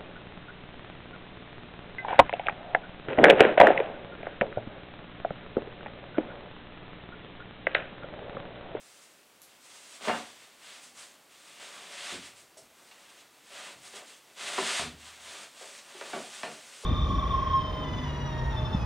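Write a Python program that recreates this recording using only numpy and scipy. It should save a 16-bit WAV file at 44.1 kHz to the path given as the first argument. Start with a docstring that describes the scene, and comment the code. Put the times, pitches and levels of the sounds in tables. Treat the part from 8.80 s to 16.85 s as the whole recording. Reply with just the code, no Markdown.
"""Fibrous rubbing in uneven strokes over a faint air bed, with slaps, knocks and soft low thumps among it.
A thin plywood sheet is bent and dragged over the plywood floor of a stripped bus, a metre or two away.
Random grains of contact, coloured and enveloped, make the rubbing; filtered contacts make the blows,
which ring the modes of sheet and floor. The bare steel cabin answers with short dense reflections."""
import sys
import numpy as np
from scipy import signal
from scipy.fft import rfft, irfft, next_fast_len
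from scipy.io import wavfile
from scipy.ndimage import uniform_filter1d

SR = 44100
rng = np.random.default_rng(int(sys.argv[2]) if len(sys.argv) > 2 else 0)


def log_audio(samples):
    """Write samples as a 16-bit WAV file to the path given in sys.argv[1]."""
    # one column per channel
    frames = np.atleast_2d(samples).T
    # limit to full scale, then quantise
    limited = np.clip(frames, -1, 1)
    pcm = np.round(limited * 32767).astype(np.int16)
    wavfile.write(sys.argv[1], SR, pcm)


N = 355005
TIME = np.arange(N) / SR  # s

# Ringing modes of the sheet: mode_hz, relative_level_db, t60_s
SHEET_MODES = [(158, 0, 0.36), (212, -1.5, 0.083), (230.3, 6.5, 0.23), (291.5, -1.5, 0.32),
               (354.5, -7, 0.23), (395, 8, 0.074), (450, 1, 0.12), (553, 6, 0.031), (628, 6.5, 0.094),
               (730, 3, 0.065), (890, -2, 0.26), (1015, -9.5, 0.34), (1120, 3.5, 0.21), (1350, -32, 0.37),
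               (1600, -12, .22), (1800, -7, .22), (1908, 2.5, 0.29), (2500, -14, 0.22), (2810, 13, .18),
               (3200, -10, .18)]


def undb(db):
    """Decibels to gain."""
    return 10 ** (np.asarray(db) / 20)


def unit(x):
    """Scale to an energy of one."""
    return x / np.sqrt(np.sum(x ** 2))


def colour(x, points):
    """Shape the spectrum of a steady sound by (Hz, dB) points, log-frequency interpolation; rms 1."""
    hz, db = np.transpose(points)
    size = next_fast_len(N)
    f = np.maximum(np.arange(size // 2 + 1) * SR / size, 1)
    gain = undb(np.interp(np.log(f), np.log(hz), db))
    shaped = irfft(rfft(x, size) * gain, size)[:N]
    return unit(shaped) * np.sqrt(N)


def cut(x, hz, kind, order=2):
    """Butterworth low-pass or high-pass."""
    sos = signal.butter(order, min(hz, SR / 2 - 1000), kind, fs=SR, output="sos")
    return signal.sosfilt(sos, x)


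def add(track, start_s, x):
    """Mix x into the track from start_s, or from zero if that is negative."""
    i = max(int(start_s * SR), 0)
    track[i:i + len(x)] += x[:max(N - i, 0)]


def walk(rate_hz):
    """Random levels, each held 1 / rate_hz seconds, slewed twice; spread near 1."""
    k = int(SR / rate_hz)
    held = np.repeat(rng.standard_normal(N // k + 1), k)
    slewed = uniform_filter1d(uniform_filter1d(held, k), k)
    return np.sqrt(2) * slewed[:N]


def grains(size, per_s, spread_db):
    """Tiny contacts at random moments, of very unequal strength."""
    hit = rng.random(size) < per_s / SR
    contacts = rng.standard_normal(size) * hit
    contacts[hit] *= undb(spread_db * rng.standard_normal(size)[hit])
    return contacts


def through(x, response):
    """Pass a sound through an impulse response."""
    return signal.oaconvolve(x, response)[:N]


def ringing(modes, ring_db):
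    """Impulse response of a panel: the contact itself plus exponentially decaying modes."""
    t = TIME[:SR]
    response = np.zeros(len(t))
    for hz, db, t60_s in modes:
        mode = np.cos(2 * np.pi * hz * t) * np.exp(-np.log(1000) * t / t60_s)
        response += undb(ring_db + db) * unit(mode)
    response[0] += 1
    return response


def disperse(x, travel=0.0695):
    """Bending waves cross the sheet in travel / sqrt(Hz) seconds: highs arrive first, bass trails."""
    f = np.fft.rfftfreq(len(x), 1 / SR)
    phase = 2 * np.pi * 2 * travel * np.sqrt(f)  # its slope is the delay
    return irfft(rfft(x) * np.exp(-1j * phase), len(x))


def cabin(low_t60_s=0.41, high_t60_s=0.25, wet_db=2.0, build_s=0.00026):
    """Dense reflections off the near walls of the bus, from one spot; the treble dies first."""
    t = TIME[:SR // 2]
    response = np.zeros(len(t))
    edges_hz = np.geomspace(40, 18000, 19)
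    t60s = np.linspace(low_t60_s, high_t60_s, len(edges_hz))
    noise = rfft(rng.standard_normal(len(t)))
    f = np.fft.rfftfreq(len(t), 1 / SR)
    for lo, hi, t60_s in zip(edges_hz, edges_hz[1:], t60s):
        band = irfft(noise * ((f >= lo) & (f < hi)), len(t))
        band *= np.exp(-np.log(1000) * t / t60_s) * (1 - np.exp(-t / build_s))
        response += unit(band) * np.sqrt(2 * (hi - lo) / SR)  # energy in proportion to bandwidth
    return response * undb(wet_db)


def in_cabin(x, spot):
    """A sound and its reflections."""
    heard = signal.oaconvolve(x, spot)
    heard[:len(x)] += x
    return heard


def air(level_db=-61):
    """Steady coloured noise: faint outdoor air through the windows, and microphone hiss."""
    # Spectrum: freq_hz, relative_level_db
    air_colour = [(25, -18), (60, -12.5), (130, -2), (300, 4), (700, 2.5), (1400, 0), (3000, -2),
                  (8000, -10.5), (11000, -9.5), (16000, -12)]
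    return colour(rng.standard_normal(N), air_colour) * undb(level_db)


def scuffs(spot, trim_db=-1, below=0.42, above=1.37, rise=0.28):
    """Grit and splinters catch: short bright bursts of crackle where the edge snags."""
    # Snags: start_s, level_db (before trim), centre_hz, decay_s (time constant)
    snags = [(0.618, -23.5, 9200, 0.0003), (.624, -25.5, 8800, 0.016), (3.31, -25, 7000, 0.01),
             (3.771, -20, 7300, 0.015), (5.156, -18.5, 7260, 0.0059), (5.994, -17, 4930, 0.0098),
             (6.949, -20.5, 3500, .005), (6.984, -21, 5000, 0.0066)]
    track, t = np.zeros(N), TIME[:SR // 4]
    for start_s, db, hz, decay_s in snags:
        envelope = np.exp(-t / decay_s) * (1 - np.exp(-t / (rise * decay_s)))
        crackle = grains(len(t), 5500, 3.3) * envelope
        snag = cut(cut(crackle, hz * below, "high", order=2), hz * above, "low", order=6)
        add(track, start_s, undb(db + trim_db) * unit(in_cabin(snag, spot)))
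    return track


def thumps(spots, ring_db=-33, bass_hz=45):
    """The bowed sheet pushes softly on the hollow floor, then wobbles on, fainter and longer, a low shudder."""
    # Flexing or settling panel: start_s, level_db (before floor response), treble_corner_hz, decay_s
    flexes = [(1.273, -23, 115, 0.033), (2.059, -36, 298, 0.025), (3.315, -13.5, 430, 0.058),
              (3.33, -27, 120, .04), (3.821, -35.5, 200, 0.03), (4.951, -31, 250, .04),
              (5.994, -9.5, 615, 0.023), (6.025, -12, 293, 0.041)]
    # Hollow floor modes: mode_hz, relative_level_db, t60_s
    floor_modes = [(77, -2, 1), (118.2, -6, 0.85), (147.6, -10, 0.36), (244, 4.5, 0.15), (370, -3, 0.19)]
    wobble_re_thump_db, wobble_hz, wobble_s = -17.5, 133, 0.22
    track, t = np.zeros(N), TIME[:SR]
    for k, (start_s, thump_db, thump_hz, thump_s) in enumerate(flexes):
        thump = thump_db, thump_hz, thump_s
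        wobble = thump_db + wobble_re_thump_db, wobble_hz, wobble_s
        for db, treble_hz, decay_s in (thump, wobble):
            shudder = grains(len(t), 1100, 2.8) * np.exp(-t / decay_s)
            push = cut(cut(shudder, treble_hz, "low", order=4), treble_hz / 2, "high", order=1)
            add(track, start_s, undb(db) * unit(in_cabin(push, spots[k % len(spots)])))
    return through(cut(track, bass_hz, "high", order=1), ringing(floor_modes, ring_db))


def knocks(spots, trim_db=2, ring_db=-31):
    """The long edge lands and chatters; each strike has its own loudness, brightness, bass and chatter."""
    # Edge strikes: start_s, level_db (before trim and ringing), treble_corner_hz, bass_corner_hz,
    # chatter_db (re first touch)
    strikes = [(1.208, -26.5, 700, 200, 2), (1.236, -22, 1000, 400, 21), (1.271, -5, 1000, 165, 4),
               (1.281, -2.5, 2190, 195, 6), (1.292, -0.5, 1520, 610, 11.5), (1.374, -24, 1000, 210, -10),
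               (3.767, -29, 603, 430, 2), (4.112, -27, 4000, 700, 4), (5.135, -28, 600, 250, 7),
               (5.165, -28.5, 900, 300, -8), (5.22, -29, 700, 400, -10), (5.779, -2, 1860, 180, 3),
               (5.992, -11.5, 1520, 500, 2), (6.809, -23, 940, 420, 1), (7.144, -24.5, 804, 280, 8),
               (7.211, -13.5, 2200, 324, -11), (7.332, -8, 1880, 162, 2.5), (7.36, -12.5, 800, 260, 3),
               (7.632, -7, 2600, 174, -1.5), (7.674, -20.5, 796, 135, 18), (8.034, -19, 736, 278, 11)]
    chatter_s = 0.014  # decay time constant
    crack_db, crack_hz = -4.5, 5200  # re blow before sharpness scaling; upper corner
    hard_hz = 2000  # treble corner of a hard blow
    track, t = np.zeros(N), TIME[:SR // 4]
    touch = signal.unit_impulse(len(t))
    for k, (start_s, db, treble_hz, bass_hz, chatter_db) in enumerate(strikes):
        chatter = unit(grains(len(t), 3000, 2.3) * np.exp(-t / chatter_s))
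        force = disperse(touch + undb(chatter_db) * chatter)
        blow = cut(cut(force, treble_hz, "low", order=3), bass_hz, "high", order=5)
        crack = cut(cut(touch, crack_hz, "low", order=6), treble_hz, "high", order=1)
        # bright blows with little chatter crack most
        sharpness = treble_hz / (treble_hz + hard_hz) / np.hypot(1, undb(chatter_db))
        contact = unit(blow) + undb(crack_db) * sharpness * unit(crack)
        add(track, start_s, undb(db + trim_db) * unit(in_cabin(contact, spots[k % len(spots)])))
    return through(track, ringing(SHEET_MODES, ring_db))


def strokes():
    """Envelopes of rubbing, hiss and drone: each stroke sets in, swells or eases, and coasts to a stop."""
    # Pushes and pulls of the edge: start_s, length_s, mid_level_db (before layer trims),
    # swell_db (start to end), hiss_db and drone_db (re rubbing, before layer trims)
    moves = [(-0.055, .3, -63, 1.5, 2, -5.5), (.25, .15, -71, -4, 2, -1), (0.622, 0.17, -65.5, -7, -3, -6),
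             (0.782, 0.38, -56.5, 4.5, 0.5, -5.5), (1.194, 0.17, -41, -10, -9, 1.5),
             (1.313, 0.2, -50.5, -11, -4.5, -6), (1.493, 0.33, -60, -10, -4.5, -5.5),
             (1.779, 0.18, -51.5, 2, -5.5, -6), (1.982, 0.056, -54, 1.5, 2, -5),
             (2.131, .1, -51, -4, 1, -4), (2.25, .1, -63, -2, -5, -1), (2.452, 0.31, -58.5, 6.5, -4, -5.5),
             (2.752, 0.37, -49.5, -0.5, -5.5, -1), (3.065, 0.26, -44.5, 12, -6.5, -6.5),
             (3.366, .1, -49, 0, -4, -8), (3.538, 0.033, -54.5, 1, 2.5, -6), (3.88, 0.2, -67.5, 9, -0.5, 3),
             (4.06, 0.35, -60, 4, -4.5, -3.5), (4.473, 0.25, -64.5, 10, -3.5, -7),
             (4.684, .23, -47, -6, -6, -1), (4.93, .08, -59, 0, -4, -5), (5, 0.07, -50, -2.5, 1, -2.5),
             (5.099, 0.073, -46.5, -3, -5, -1.5), (5.229, 0.15, -55.5, -9, -2, -8),
             (5.39, 0.19, -66, 9, -3, -1), (5.549, 0.25, -39, 5.5, -6, -4),
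             (5.78, 0.22, -32.5, -3.5, -6.5, -8.5), (6.147, 0.31, -53.5, -4, -4.5, -4.5),
             (6.396, 0.23, -47.5, 1.5, -4, -2), (6.658, 0.11, -58, 7, -2, -4.5),
             (6.756, 0.22, -51.5, -2.5, -1, -2.5), (7.005, 0.35, -51, 10.5, -4.5, 0),
             (7.332, .39, -50, -1, -2, -3), (7.703, 0.42, -54, 5, -.5, -6)]
    attack_s, release_s = 0.064, 0.037
    creep_db = [-73, -71, -73]  # rubbing, hiss, drone, before trims: the edge never quite rests
    power = np.outer(undb(creep_db) ** 2, np.ones(N))
    for start_s, length_s, db, swell_db, hiss_db, drone_db in moves:
        t = TIME[:SR] + max(-start_s, 0)  # a negative start is already under way
        shape = np.clip(t / attack_s, 0, 1) * np.exp(-np.maximum(t - length_s, 0) / release_s)
        swell = swell_db * (np.clip(t / length_s, 0, 1) - 0.5)
        strength = shape * undb(db + swell)
        for layer, share in zip(power, undb([0, hiss_db, drone_db])):
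            add(layer, start_s, (strength * share) ** 2)
    return np.sqrt(power)


def sliding(spots, catch_db=1.07, rub_trim_db=-3.5, hiss_trim_db=-3.5, drone_trim_db=-7.0):
    """Wood fibres catch and let go thousands of times a second; a pressed edge shakes the whole panel."""
    # Spectra of the rubbing, its fine hiss and the shaken panel: freq_hz, relative_level_db
    rub_colour = [(150, -53), (500, -13.5), (1000, -2.5), (1800, 1), (3400, 2.5), (4400, -2.5), (6000, -10),
                  (9000, -12), (13000, -57)]
    hiss_colour = [(2000, -31), (4500, 0.5), (6300, 1.5), (8400, 3), (9600, -1), (11000, -10.5),
                   (13000, -25), (16000, -57)]
    drone_colour = [(60, -23), (130, -13.5), (230, -4), (360, -1.5), (480, 1), (620, 6.5), (1000, 3),
                    (1600, -0.5), (3500, -26)]
    rub_level, hiss_level, drone_level = strokes() * undb(catch_db * walk(45))  # drag is never quite even
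    shaken = through(grains(N, 3000, 2.8), ringing(SHEET_MODES, ring_db=-38))
    panel = colour(shaken, drone_colour) * drone_level * undb(drone_trim_db)
    track = in_cabin(panel, sum(spots) / np.sqrt(len(spots)))
    for spot in spots:  # each spot rubs on its own and has its own reflections
        rub = colour(grains(N, 3000, 2.5), rub_colour) * rub_level * undb(rub_trim_db)
        hiss = colour(grains(N, 7000, 2.5), hiss_colour) * hiss_level * undb(hiss_trim_db)
        track += in_cabin(rub + hiss, spot) / np.sqrt(len(spots))
    return track[:N]


def scene(count=6):
    """All sources, from a few spots along the edge in one cabin, over the air; alike in both channels."""
    spots = [cabin() for _ in range(count)]
    mono = air() + scuffs(spots[0]) + thumps(spots) + knocks(spots) + sliding(spots)
    return np.array([mono, mono])


def record(dry, top_hz=15750):
    """Steep elliptic low-pass: the extreme treble is cut."""
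    return signal.sosfilt(signal.ellip(10, 0.1, 70, top_hz, fs=SR, output="sos"), dry)


dry = scene()
out = record(dry)
log_audio(out)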